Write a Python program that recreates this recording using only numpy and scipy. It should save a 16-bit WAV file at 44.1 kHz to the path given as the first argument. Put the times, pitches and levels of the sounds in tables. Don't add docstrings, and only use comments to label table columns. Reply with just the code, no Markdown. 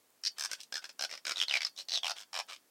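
import sys
import numpy as np
from scipy import signal
from scipy.fft import rfft, irfft
from scipy.io import wavfile
from scipy.ndimage import uniform_filter1d

SR = 44100
rng = np.random.default_rng(int(sys.argv[2]) if len(sys.argv) > 2 else 0)


def file_out(sig):
    cols = np.atleast_2d(sig).T
    lim = np.clip(cols, -1, 1)
    pcm = np.round(lim * 32767).astype(np.int16)
    wavfile.write(sys.argv[1], SR, pcm)


N = 119070

# frequency_hz, level_db
HISS_SPECTRUM = [(30, -28.5), (70, -16), (130, -13), (230, -3), (390, -3.5), (560, -4), (1200, -7),
                 (3000, -12), (5000, -10.5), (8000, -10.5), (16000, -13)]
TICK_TIMES = [.103, .214, .316, .929, 1.695, 1.852, 2.466]
# start_s, click_level_db, ring_pitch_hz, ring_level_db
RIDGE_SLIPS = [(0.2363, -34.5, 4930, -40), (0.25, -30, 4850, -29.5), (0.261, -30, 4330, -31.5),
               (0.2667, -50, 4100, -34), (0.2698, -31, 4930, -26.5), (0.2747, -31, 4900, -41),
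               (0.2784, -38, 4770, -32), (0.383, -37.5, 1710, -42.5), (0.3952, -33, 1710, -48),
               (0.4082, -31, 1600, -47), (0.4219, -33.5, 1790, -45), (0.4368, -31.5, 1520, -46),
               (0.448, -30, 1640, -50), (0.457, -32, 1640, -43.5), (0.514, -33, 1500, -41),
               (0.532, -33, 1590, -39), (0.6029, -43, 3470, -48), (0.6111, -43.5, 3700, -65),
               (0.6322, -45.5, 3920, -54), (0.7233, -35, 1610, -40), (0.7398, -33, 1720, -40),
               (0.7544, -32, 1740, -36.5), (0.767, -35, 1520, -41), (0.7775, -37.5, 1534, -39.5),
               (0.79, -48, 1500, -49), (0.841, -38.5, 1620, -47.5), (0.8524, -42.5, 1690, -45.5),
               (0.8916, -44.5, 1560, -80), (0.8992, -49, 1570, -73), (0.9924, -34, 1540, -40),
               (1.009, -31.5, 1496, -40.5), (1.0222, -29, 1553, -37), (1.037, -29.5, 1550, -38),
               (1.048, -31.5, 1474, -39), (1.093, -47, 2260, -50), (1.1008, -45, 2370, -64),
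               (1.112, -39, 2410, -44.5), (1.1252, -38, 2250, -68), (1.1372, -39.5, 2240, -66),
               (1.1518, -43, 2350, -54), (1.175, -44, 2300, -51.5), (1.2514, -35, 1450, -43),
               (1.267, -30.5, 1500, -41), (1.279, -32.5, 1530, -39.5), (1.2939, -30.5, 1510, -42),
               (1.309, -31, 1410, -38), (1.318, -31, 1420, -41.5), (1.358, -44, 3870, -33.5),
               (1.3693, -38.5, 4020, -33.5), (1.38, -36.5, 3650, -32), (1.3891, -35.5, 3550, -46),
               (1.4, -33.5, 3510, -25), (1.4133, -29.5, 3140, -23), (1.424, -31, 3220, -27),
               (1.434, -34.5, 3480, -29.5), (1.4818, -38, 4270, -29.5), (1.495, -35.5, 3680, -28.5),
               (1.5094, -32, 3000, -26.5), (1.5224, -34, 2610, -31), (1.5382, -27, 2424, -23),
               (1.5527, -31, 2360, -24.5), (1.562, -34.5, 2300, -27.5), (1.5695, -29, 1930, -37.5),
               (1.5747, -52, 2170, -40), (1.6055, -34.5, 2280, -35.5), (1.6176, -31, 2260, -39),
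               (1.6303, -32, 2340, -66), (1.648, -32, 5360, -23), (1.6669, -37, 4450, -36),
               (1.7627, -52, 3730, -51), (1.7757, -47, 4130, -39.5), (1.787, -42, 4100, -42.5),
               (1.7975, -53, 4170, -39), (1.806, -53, 4360, -40), (1.8848, -38.5, 4340, -39),
               (1.894, -37, 4500, -40), (1.9058, -38, 4500, -37), (1.918, -31, 4000, -36),
               (1.9286, -35.5, 4400, -32), (1.936, -31, 4140, -29), (1.9422, -35, 4430, -26.5),
               (1.9493, -34, 4110, -30.5), (1.9559, -32.5, 3980, -27), (1.964, -38.5, 3880, -29),
               (1.9735, -31, 3580, -30), (1.9838, -42, 3350, -34.5), (2.032, -37.5, 3400, -29),
               (2.044, -33, 3260, -33), (2.0548, -33, 2940, -42), (2.0659, -31, 2870, -29),
               (2.0791, -31, 740, -47), (2.0947, -31, 774, -50.5), (2.1068, -32, 750, -53),
               (2.115, -32, 740, -53), (2.165, -49.5, 3330, -50), (2.176, -47.5, 3470, -50),
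               (2.183, -45, 3430, -46), (2.1931, -46.5, 3300, -56), (2.202, -46.5, 3350, -57),
               (2.2105, -45, 3500, -57), (2.221, -48.5, 3530, -52), (2.232, -51, 3440, -58),
               (2.33, -38.5, 710, -65.5), (2.341, -36, 710, -51), (2.351, -34, 683, -48),
               (2.3619, -32.5, 750, -52), (2.3733, -33.5, 710, -53), (2.3884, -31, 728, -40),
               (2.3983, -31.5, 730, -45), (2.4058, -39, 670, -54), (2.4855, -51, 1256, -54),
               (2.497, -47, 1220, -54.5), (2.5096, -44.5, 1150, -51), (2.521, -43, 1230, -49.5),
               (2.53, -41.5, 1134, -64.5), (2.537, -47, 1080, -67), (2.547, -50, 1350, -66),
               (2.5618, -49.5, 1250, -81.5)]
# start_s, bass_db, low_db, mid_db, upper_db, treble_db, friction_db
SPINE_STROKES = [(.23, -1, -21.5, -8, -12, -5.5, -17), (.38, -7, 1.5, 5, -6.5, 5.5, -18),
                 (.51, 8.5, -5.5, -1.5, 1, 5.5, -2.5), (.59, 2, -20, -14, -6.5, 3, -6),
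                 (.72, 3, -0.5, -7, -7.5, -2, -34), (.83, 10, 3, 5.5, -2.5, 3, -4),
                 (.99, 4.5, 4, -7, -3.5, -2.5, -12), (1.09, 9, 4, 4, -3, -2, -4),
                 (1.24, 8, -4, 3.5, -5, -1.5, -7.5), (1.35, 8, -1, 2.5, -2.5, 0, -19.5),
                 (1.47, 4, 3.5, 4, 4.5, -2, -7), (1.6, -2, -3.5, 5, -0.5, -4, -25),
                 (1.64, -23, -2.5, 2, -3.5, -1.5, -8), (1.76, 7, -0.5, -7.5, -2.5, 3.5, 1),
                 (1.88, 0.5, -0.5, -6.5, -2, -3.5, -18), (2.03, 2.5, 17.5, 8, 5.5, 3, -13),
                 (2.07, -12, 6, 2, -5.5, -3, -18), (2.16, -9.5, 7.5, 4.5, 2, 6, -9.5),
                 (2.32, -9.5, 14, 7.5, 1.5, 3, -11), (2.48, 2, 2, 3, 4, 5, -6.5)]
STROKE_BANDS = [330, 700, 1500, 2900, 5200, 7500]
# frequency_hz, level_db
CLICK_SPECTRUM = [(40, -41.5), (130, -41), (250, -28.5), (430, -21.5), (560, -11.5), (690, -9), (900, -12),
                  (1500, -8.5), (2000, -5.5), (3000, -1.5), (3800, -3.5), (5400, 2), (6800, -11),
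                  (9100, -16), (10400, -23.5), (13000, -25), (16000, -34.5)]
# centre_s, half_width_s, level_db
SLIDES = [(0.375, 0.0094, -57), (0.502, .014, -52.5), (0.597, 0.014, -58.5), (0.828, 0.0092, -54.5),
          (1.364, 0.016, -51), (2.168, 0.01, -50.5), (2.5, 0.015, -47)]
# frequency_hz, level_db
SLIDE_SPECTRUM = [(200, -28.5), (700, -2.5), (2000, -4), (3500, -1), (5500, -6), (8800, -16), (16000, -47)]

HISS_DB, TICK_DB, TICK_DECAY_S = -69.5, -60, 0.0022
CLICK_TRIM_DB, RING_TRIM_DB, LEVEL_WINDOW_S = -0.84, -2.5, 0.0038
LAG_S, LAG_HZ, LAG_SCATTER = 0.001195, 6000, 0.1033
SWOOP_S, SWOOP_HZ, SWOOP_WIDTH_HZ = 0.0022, 4200, 1000
GRIT_DB, GRIT_S = -0.5, 0.0022
RIPPLE_DB, FRESH_DB = 0.24, -4
RING_DECAY_CYCLES, RING_MAX_DECAY_S, RING_RISE_S, RING_LAG_S = 4.04, 0.0032, 0.0011, 0.000835
RING_BEND, BEND_S = 0.23, 0.0006
CLICK_ECHO_DB, RING_ECHO_DB, TUB_GAP_S, TUB_DECAY_S = -7, -6.5, 0.0025, 0.0079
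ROOM_DB, ROOM_GAP_S, ROOM_T60_S = -14.5, 0.0086, 0.13


def undb(db):
    return 10 ** (np.asarray(db) / 20)


def unit_energy(x):
    return x / np.sqrt(np.sum(x ** 2))


def spectral_gain(hz, spectrum):
    knots_hz, db = np.array(spectrum, float).T
    return undb(np.interp(np.log(hz + 1), np.log(knots_hz), db))


def add(out, x, start_s):
    i = max(int(start_s * SR), 0)
    out[i:i + len(x)] += x[:len(out) - i]


def hiss(spectrum):
    gain = spectral_gain(np.fft.rfftfreq(N, 1 / SR), spectrum)
    x = irfft(rfft(rng.standard_normal(N)) * gain, N)
    return x / np.std(x)


def skin_ticks(size=400):
    out = np.zeros(N)
    decay = np.exp(-np.arange(size) / SR / TICK_DECAY_S)
    for start_s in TICK_TIMES:
        burst = np.diff(rng.standard_normal(size + 1)) * decay
        add(out, undb(TICK_DB) * burst, start_s)
    return out


def diffuse_echoes(envelope, passes=4, window=48):
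    x = rng.standard_normal(len(envelope)) * envelope
    for _ in range(passes):
        flat = irfft(np.exp(1j * np.angle(rfft(x))), len(x))
        local_energy = np.convolve(flat ** 2, np.ones(window), "same")
        x = flat * envelope / np.sqrt(local_energy)
    return unit_energy(x)


def room(x):
    t = np.arange(SR // 5) / SR
    tail = diffuse_echoes(np.exp(-np.log(1000) * t / ROOM_T60_S) * (t > ROOM_GAP_S))
    return x + undb(ROOM_DB) * signal.oaconvolve(x, tail)[:N]


def ridge_click(tint, size=2048, knots=28):
    hz = np.fft.rfftfreq(size, 1 / SR)
    ripple = np.interp(np.sqrt(hz), np.linspace(0, np.sqrt(SR / 2), knots), rng.standard_normal(knots))
    gain = spectral_gain(hz, CLICK_SPECTRUM) * spectral_gain(hz, tint) * undb(RIPPLE_DB * ripple)
    delay = LAG_S * np.exp(-hz / LAG_HZ) + SWOOP_S / (1 + ((hz - SWOOP_HZ) / SWOOP_WIDTH_HZ) ** 2)
    delay *= np.exp(LAG_SCATTER * rng.standard_normal())
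    phase = 2 * np.pi * (np.cumsum(delay) * SR / size + rng.random())
    age = np.arange(size) / SR / GRIT_S
    micro_slips = unit_energy(rng.standard_normal(size) * np.sqrt(age) * np.exp(-age ** 2))
    grit = 1 + undb(GRIT_DB) * rfft(micro_slips)
    snap = irfft(gain * grit * np.exp(-1j * phase))
    return unit_energy(np.roll(snap, size // 2))


def spine_ring(pitch_hz, size=1400):
    t = np.arange(size) / SR
    bent_hz = pitch_hz * (1 - RING_BEND * np.exp(-t / BEND_S))
    decay_s = min(RING_DECAY_CYCLES / pitch_hz, RING_MAX_DECAY_S)
    envelope = (1 - np.exp(-t / RING_RISE_S)) ** 2 * np.exp(-t / decay_s)
    phase = 2 * np.pi * (np.cumsum(bent_hz) / SR + rng.random())
    return unit_energy(envelope * np.sin(phase))


def tub(x, echo_db, size=1500):
    t = np.arange(size) / SR
    direct = t == 0
    echoes = diffuse_echoes(np.exp(-t / TUB_DECAY_S) * (t > TUB_GAP_S))
    return signal.fftconvolve(x, direct + undb(echo_db) * echoes)


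def scrape(stroke, tint, smooth_s=0.028):
    width = int(smooth_s * SR)
    effort = uniform_filter1d(np.abs(stroke), width, origin=width // 4)
    spectrum = [(hz, db + 20 * np.log10(spectral_gain(hz, tint))) for hz, db in CLICK_SPECTRUM]
    return effort * hiss(spectrum)


def catfish_rasp():
    out = np.zeros(N)
    ends = [row[0] for row in SPINE_STROKES[1:]] + [N / SR]
    for (start_s, bass, low, mid, upper, treble, friction_db), end_s in zip(SPINE_STROKES, ends):
        tint = list(zip(STROKE_BANDS, [bass, low, mid, upper, 0, treble]))
        stroke = np.zeros(N)
        shared_click = ridge_click(tint)
        for slip_s, click_db, pitch_hz, ring_db in RIDGE_SLIPS:
            if start_s <= slip_s < end_s:
                snap = unit_energy(shared_click + undb(FRESH_DB) * ridge_click(tint))
                click = undb(click_db + CLICK_TRIM_DB) * tub(snap, CLICK_ECHO_DB)
                ring = undb(ring_db + RING_TRIM_DB) * tub(spine_ring(pitch_hz), RING_ECHO_DB)
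                add(stroke, click, slip_s - len(snap) / 2 / SR)
                add(stroke, ring, slip_s + RING_LAG_S)
        out += stroke + undb(friction_db) * scrape(stroke, tint)
    return out * np.sqrt(LEVEL_WINDOW_S * SR)


def spine_slides():
    t = np.arange(N) / SR
    swells = sum(undb(db) * np.exp(-((t - centre_s) / half_s) ** 2) for centre_s, half_s, db in SLIDES)
    return swells * hiss(SLIDE_SPECTRUM)


def scene():
    fish = catfish_rasp() + spine_slides() + skin_ticks()
    return (room(fish) + undb(HISS_DB) * hiss(HISS_SPECTRUM))[None]


def record(dry, cutoff_hz=16300):
    return signal.sosfilt(signal.ellip(10, .1, 70, cutoff_hz, fs=SR, output="sos"), dry)


dry = scene()
out = record(dry)
file_out(out)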